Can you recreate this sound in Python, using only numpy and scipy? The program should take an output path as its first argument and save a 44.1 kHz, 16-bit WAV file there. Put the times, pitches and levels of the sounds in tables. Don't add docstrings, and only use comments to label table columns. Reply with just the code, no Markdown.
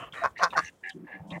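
import sys
import numpy as np
from scipy import signal
from scipy.fft import rfft, irfft
from scipy.io import wavfile

SR = 44100
rng = np.random.default_rng(int(sys.argv[2]) if len(sys.argv) > 2 else 0)


def amplitude_ratio(level_db):
    exponent = np.asarray(level_db, float) / 20
    return 10 ** exponent


def file_out(sig):
    cols = np.atleast_2d(sig).T
    lim = np.clip(cols, -1, 1)
    pcm = np.round(lim * 32767).astype(np.int16)
    wavfile.write(sys.argv[1], SR, pcm)


N = 61739
T = np.arange(N) / SR

# start_s, length_s, level_db, pulse_rate_hz, top_resonances_db
CHATTER = [(-.03, 0.087, -41, 127.3, -2), (.04, 0.061, -51, 117.8, 1.5), (.385, 0.023, -35, 159, -5.5),
           (.52, 0.032, -38, 143.3, -30.5)]
# centre_hz, width_hz, level_db
FAR_LOW = [(565, 300, -1.5), (958, 240, 1), (1110, 237, 5), (1450, 370, -13), (1667, 67, -8)]
FAR_HIGH = [(2556, 180, -10.5), (3000, 260, -1.5), (3660, 200, -37)]
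# start_s, length_s, level_db
RUSTLES = [(-.02, 0.1, -60.5), (0.125, 0.21, -59.5), (0.371, 0.51, -65.5), (0.579, 0.13, -56.5),
           (0.78, 0.076, -108), (0.859, 0.13, -64), (1.272, 0.61, -68), (1.292, 0.0088, -77),
           (.891, .016, -52), (1.27, 0.024, -71.5)]
# frequency_hz, density_db
RUSTLE_SPECTRUM = [(3000, 4), (4500, -5.5), (7000, 1), (9500, -4.5), (12000, -14.5), (16000, -22.5)]
AIR_SPECTRUM = [(40, -7), (100, -5.5), (180, -4.5), (440, -8), (900, -13), (2200, -23.5), (4400, -36),
                (15900, -37)]
# time_s, level_db
BREEZE = [(0, 2), (.1, 0.5), (.25, 5), (.35, -2.5), (.55, 5.5), (.72, -5), (.9, -7.5), (1.02, -2),
          (1.2, -2.5), (1.4, -4.5)]
# start_s, length_s, peak_db, pitch_hz
PUFFS = [(-.01, 0.062, -54.5, 127), (.12, 0.026, -56, 151), (.21, 0.089, -56.5, 82), (.3, 0.036, -60, 83.8),
         (.575, 0.03, -61, 78.5), (.62, 0.054, -59.5, 81.6), (.62, 0.032, -54, 170),
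         (1.19, 0.043, -52.5, 91), (1.3, 0.031, -71, 90.4)]
# start_s, length_s, level_db, pulse_rate_hz, top_resonances_db
MURMURS = [(.935, .15, -60, 73, -9), (0.94, 0.12, -48, 63, 4), (0.0, 0.05, -55.5, 89, -1.5),
           (.55, 0.069, -46, 76, 2.5)]
# centre_hz, width_hz, level_db
CHEST_LOW = [(184.6, 44, 0.61), (285, 44, 1.2)]
CHEST_HIGH = [(354.5, 43, 0.57)]
# start_s, length_s, level_db, ring_hz
CLACKS = [(0.123, 0.036, -42, 3180), (.503, 0.022, -44, 3640), (0.504, 0.02, -47.5, 2565),
          (0.53, 0.029, -47.5, 2710), (.892, 0.0095, -36, 4946), (0.9, 0.034, -46.5, 3134),
          (0.895, 0.022, -45.5, 3750), (1.303, 0.024, -44.5, 3716), (1.302, 0.023, -48.5, 3200),
          (1.302, .05, -53.5, 2550)]
# start_s, length_s, level_db, pulse_rate_hz, top_resonances_db
YOUNG = [(.128, 0.07, -40.5, 124.7, -9), (.16, 0.085, -41, 150.7, -4.5)]
# centre_hz, width_hz, level_db
YOUNG_LOW = [(495, 170, -7.5), (1170, 89, 3), (1440, 110, 1), (1855, 87, 4.5), (2430, 240, -6.5)]
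YOUNG_HIGH = [(2790, 150, -12), (3330, 95, -26), (3820, 95, -5)]
# strongest_pulse_s, peak_db, pulse_rate_hz, throat_pitch_factor, top_resonances_db
QUACKS = [
    (0.2507, -15, 144, 1.016, -11.5),
    (0.4328, -10, 182.2, 1.034, -3.5),
    (0.5777, -14.5, 164.7, 1.1, -1),
]
# time_s, effort_db, hoarse_top_db
EFFORT = [
    [(.232, -29, 9), (.237, -4, 6), (.244, -2.5, -4), (.251, -1.4, -1), (.258, -2, -0.5), (.266, -11.5, 4),
     (.273, -10.5, 8), (.281, -19.5, 7), (.288, -39, 5)],
    [(.405, -30, 11), (.416, -15.5, 6), (.428, -5.5, 1.5), (.433, 0.76, -6.5), (.439, -5.5, 11),
     (.451, -8.5, 7), (.464, -12.5, -4.5), (.479, -21, 15.5), (.486, -47, 10)],
    [(.557, -30, 22), (.564, -16, 20), (.572, -9.5, 16.5), (.578, -0.23, -1), (.585, -6.5, 5.5),
     (.591, -2, 0.5), (.598, -10.5, -1.5), (.604, -10.5, 3), (.612, -35.5, 11.5)],
]
# centre_hz, width_hz, level_db
HEN_LOW = [(512, 239, 0), (1076.5, 95.6, 9), (1507, 92, 2), (1751, 172, -7.5), (2502, 63, -15.5),
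           (1276, 121, -3)]
HEN_HIGH = [(3602, 370, -18), (4378, 310, -17.5), (5007, 160, -16.5), (5756, 220, -19.5), (6528, 250, -29),
            (7620, 820, -40.5), (11100, 3250, -43.5)]
HEN_CHEST = [(170, 100, -11)]
# start_s, length_s, level_db, pitch_hz, glide_hz_per_s
HUMS = [(.215, 0.032, -31, 680, -1000), (.392, 0.028, -38, 1000, 2996.5), (.402, 0.023, -31, 700, -2000),
        (.549, 0.0195, -30, 810, -12000), (.556, 0.023, -27, 1490, -3000), (.549, 0.017, -36, 1820, 1003),
        (.526, 0.02, -37.5, 960, -3000), (.835, 0.1, -55, 770, -100), (1.3, .078, -50.5, 1100, 898),
        (1.2, 0.031, -72, 1700, 300), (.82, 0.072, -61.5, 370, -100), (1.31, 0.068, -45.5, 595, 200),
        (1.325, 0.047, -48.5, 2050, -500)]
# start_s, length_s, level_db, pulse_rate_hz, top_resonances_db
RASPS = [(0.353, 0.094, -42.5, 110.3, -18), (0.6, 0.062, -46, 84.2, -13.5), (0.652, 0.051, -50, 94.9, -2.5),
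         (0.829, .086, -42, 90, -15), (1.037, 0.03, -67.5, 90.5, -32), (1.063, 0.12, -53.5, 119, -13.5),
         (1.149, 0.065, -65.5, 102.6, -12), (1.108, 0.061, -48.5, 93.8, -12.5),
         (1.315, 0.067, -43.5, 98.7, -18.5)]
# centre_hz, width_hz, level_db
DRAKE_LOW = [(860, 94, -11), (1798, 100, 3), (2078, 162, 0.5), (2374, 50, -3)]
DRAKE_HIGH = [(2680, 250, 4), (2880, 120, 1.5)]
# start_s, length_s, level_db, pulse_rate_hz, top_resonances_db
HISSES = [(.37, 0.063, -65.5, 109.8, 7.5), (.635, 0.06, -50.5, 89.6, -14)]
# centre_hz, width_hz, level_db
HISS_LOW = [(5750, 300, 0.5), (6300, 400, -1.5)]
HISS_HIGH = [(3900, 530, 7), (6900, 464, -32)]
# start_s, length_s, peak_db, pitch_hz
MUTTER = [(.935, 0.056, -49.5, 169.8), (.965, 0.06, -63, 320), (1.025, 0.048, -54, 277.8),
          (1.11, 0.12, -56.5, 189), (1.125, 0.065, -54, 293.5), (1.19, 0.062, -48, 161),
          (1.228, 0.11, -49, 198.4), (1.258, 0.053, -49.5, 175.3), (1.23, 0.065, -58, 303),
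          (1.295, 0.055, -48, 287), (1.3, 0.059, -42.5, 176.3), (1.322, 0.09, -43.5, 172.9),
          (1.358, 0.043, -44.5, 170), (1.35, 0.044, -50, 330)]
# start_s, length_s, level_db, pulse_rate_hz, top_resonances_db
GRUMBLES = [(1.062, 0.086, -54.5, 125.1, 2.5), (1.13, 0.095, -52.5, 93.4, -15),
            (1.222, 0.045, -55, 94.5, -33), (1.255, 0.089, -55, 99, -10), (1.3, 0.061, -46, 115.6, -1.5),
            (1.34, .05, -45, 110.7, -7)]
# centre_hz, width_hz, level_db
CLOSED_LOW = [(530, 225, 3), (769, 39, 9.2), (890, 48, 3.2)]
CLOSED_HIGH = [(970, 220, 2), (1040, 140, -4)]

RASP_ROUGH, RASP_OPEN_S = 0.7, 0.0045


def unit(x):
    return x / np.sqrt(np.mean(x ** 2) + 1e-20)


def drift(hz):
    r = np.exp(-2 * np.pi * hz / SR)
    noise = rng.standard_normal(N + SR)
    return unit(signal.lfilter([1], [1, -2 * r, r * r], noise)[SR:])


def throat(x, peaks):
    out = 0
    for k, (hz, width_hz, db) in enumerate(peaks):
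        r = np.exp(-np.pi * width_hz / SR)
        poles = [1, -2 * r * np.cos(2 * np.pi * hz / SR), r * r]
        ring = signal.lfilter([1 - r * r, 0, r * r - 1], poles, x)
        out = out + (-1) ** k * amplitude_ratio(db) * ring
    return out


def gate(start, length, edge=0.016, sag_db=0.0):
    ramp = np.clip(np.minimum(T - start, start + length - T) / edge, 0, 1)
    sag = amplitude_ratio(-sag_db * np.clip((T - start) / length, 0, 1))
    return np.sin(ramp * np.pi / 2) ** 2 * sag


def pulses(cycles, rough, shimmer_db, open_s):
    whole = np.floor(cycles).astype(int)
    shimmer = amplitude_ratio(shimmer_db * rng.standard_normal(999)[whole % 999])
    snaps = np.clip(np.diff(whole, prepend=whole[0] - 1), 0, 1) * shimmer
    r = np.exp(-2 / (open_s * SR))
    puff = signal.lfilter([1 - r], [1, -2 * r, r * r], snaps) * np.sqrt(8 / (open_s * SR))
    return (1 - rough) * snaps + rough * puff * rng.standard_normal(N) + 1e-18


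def coloured(points):
    hz, db = np.transpose(points)
    f = np.arange(N // 2 + 1) * SR / N + 1
    shape = amplitude_ratio(np.interp(np.log(f), np.log(hz), db, left=-80))
    return unit(irfft(rfft(rng.standard_normal(N)) * shape, N))


def flock(calls, low, high, rough, open_s, jitter, band_hz):
    out = 0
    for s, length, db, hz, top_db in calls:
        cycles = hz * (T - s) + 0.2445 + jitter * drift(40)
        source = pulses(cycles, rough, shimmer_db=0.5, open_s=open_s)
        body = throat(source, low)
        voice = body + amplitude_ratio(top_db) * throat(source, high)
        out = out + amplitude_ratio(db) * gate(s, length) * voice / np.std(body)
    band = signal.butter(3, band_hz, "band", fs=SR, output="sos")
    return signal.sosfilt(band, out)


def farther_hens():
    return flock(CHATTER, FAR_LOW, FAR_HIGH, 0.57, 0.0063, jitter=0.16, band_hz=[450, 3500])


def lawn():
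    steps = 0
    for s, length, db in RUSTLES:
        steps = steps + amplitude_ratio(db) * gate(s, length, min(0.02, length / 8), sag_db=14.0)
    grass = steps * amplitude_ratio(1.7 * drift(200)) * coloured(RUSTLE_SPECTRUM)
    air_db = -59 + np.interp(T, *np.transpose(BREEZE)) + drift(30)
    return grass + amplitude_ratio(air_db) * coloured(AIR_SPECTRUM)


def swells(rows):
    out = 0
    for s, length, db, hz in rows:
        level = amplitude_ratio(db + 7.5 + 1.0 * drift(62)) * gate(s, length, length / 2, sag_db=1.5)
        out = out + level * np.sin(2 * np.pi * hz * (T - s) + 0.35 * drift(61))
    return out


def murmurs():
    return flock(MURMURS, CHEST_LOW, CHEST_HIGH, 0.72, 0.0052, jitter=0.13, band_hz=[140, 400])


def clacks():
    rattle_hz, ring_width_hz, spray_db = 260, 260, -19
    out = 0
    for s, length, db, hz in CLACKS:
        cycles = rattle_hz * (T - s) + 0.057 * drift(170)
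        source = pulses(cycles, 0.66, shimmer_db=-2.0, open_s=0.003)
        ring = throat(throat(source, [(hz, 2 * ring_width_hz, 0)]), [(hz, ring_width_hz, 0)])
        spray = throat(throat(source, [(hz, hz, 0)]), [(hz, hz, 0)])
        clack = unit(ring) + amplitude_ratio(spray_db) * unit(spray)
        out = out + amplitude_ratio(db) * gate(s, length, 0.003, sag_db=13.0) * clack
    return out


def young_hen():
    return flock(YOUNG, YOUNG_LOW, YOUNG_HIGH, RASP_ROUGH, RASP_OPEN_S, jitter=0.121, band_hz=[450, 4300])


def hums():
    out = 0
    for s, length, db, hz, glide_hz in HUMS:
        glide = np.pi * glide_hz * (T - s - length / 2) ** 2
        phase = 2 * np.pi * hz * (T - s) + glide + 0.35 * drift(100)
        level = amplitude_ratio(db + 1.25 * drift(50)) * gate(s, length, length / 4, sag_db=-3.0)
        out = out + level * np.sin(phase)
    return out


def near_hen():
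    sag_hz_per_s, open_s, shimmer_db = 550, 0.0022, 1.2
    rough, top_rough, bright_power = 0.33, 0.55, 2.2
    top_lag_s_per_khz = 0.0006
    out = hums()
    for (s, db, hz, scale, top_db), rows in zip(QUACKS, EFFORT):
        at, effort_db, hoarse_db = np.transpose(rows)
        u = np.clip(T - s, -0.1, 0.1)
        effort = amplitude_ratio(db + 23 + np.interp(T, at, effort_db, left=-90, right=-90))
        cycles = hz * u - sag_hz_per_s * u ** 2 / 2 + 0.035 * drift(80)
        source = effort * pulses(cycles, rough, shimmer_db, open_s)
        body = throat(source, np.multiply(HEN_LOW, [scale, 1, 1]))
        out = out + throat(body, [(1120, 3400, 0.0078)]) + throat(source, HEN_CHEST)
        hoarse = amplitude_ratio((1.5 - bright_power) * (db + 21.5) + top_db + np.interp(T, at, hoarse_db))
        top = effort ** bright_power * hoarse * pulses(cycles, top_rough, shimmer_db, open_s)
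        top = throat(top, [(5600, 5000, 0.016)])
        for peak in HEN_HIGH:
            lag_s = max(7 - peak[0] / 1000, 0) * top_lag_s_per_khz
            out = out + np.roll(throat(top, [peak]), int(lag_s * SR))
    return out


def drakes():
    rasp = flock(RASPS, DRAKE_LOW, DRAKE_HIGH, RASP_ROUGH, RASP_OPEN_S, jitter=0.035, band_hz=[1620, 4200])
    lowest = DRAKE_LOW[:1]
    under = flock(RASPS, lowest, lowest, RASP_ROUGH, RASP_OPEN_S, jitter=0.017, band_hz=[600, 1000])
    return rasp + amplitude_ratio(-22.5) * under


def hisses():
    return flock(HISSES, HISS_LOW, HISS_HIGH, 0.95, 0.0063, jitter=0.17, band_hz=[4000, 7500])


def throb():
    drum_hz, drum_db = 1705, 3
    out = 0
    for s, length, db, hz, _ in RASPS[1:-1]:
        level = amplitude_ratio(db + drum_db + drift(30)) * gate(s, length, 0.012, sag_db=4)
        swell = 1.1 + np.cos(2 * np.pi * hz * (T - s))
        out = out + level * swell * np.sin(2 * np.pi * drum_hz * T + 0.5 * drift(40))
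    return out


def grumbles():
    return flock(GRUMBLES, CLOSED_LOW, CLOSED_HIGH, 0.78, 0.0028, jitter=0.095, band_hz=[450, 1200])


def scattered_tail(ducks):
    t60_s = 0.13
    lag = T[:SR // 3]
    scatter = rng.standard_normal(len(lag)) * amplitude_ratio(-60 * lag / t60_s) * (lag > 0.004)
    dulled = signal.lfilter([0.5], [1, -0.5], ducks)
    return signal.fftconvolve(dulled, scatter / np.linalg.norm(scatter))[:N]


def scene():
    ducks = farther_hens() + murmurs() + young_hen() + near_hen()
    ducks = ducks + drakes() + hisses() + throb() + grumbles()
    mix = ducks + amplitude_ratio(-19) * scattered_tail(ducks)
    mix = mix + lawn() + swells(PUFFS) + clacks() + swells(MUTTER)
    return mix[None]


def low_pass(x):
    return signal.sosfilt(signal.butter(12, 16020, fs=SR, output="sos"), x)


def record(dry):
    low_cut = signal.butter(2, 40, "high", fs=SR, output="sos")
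    mix = signal.sosfilt(low_cut, dry)
    return low_pass(mix)


dry = scene()
out = record(dry)
file_out(out)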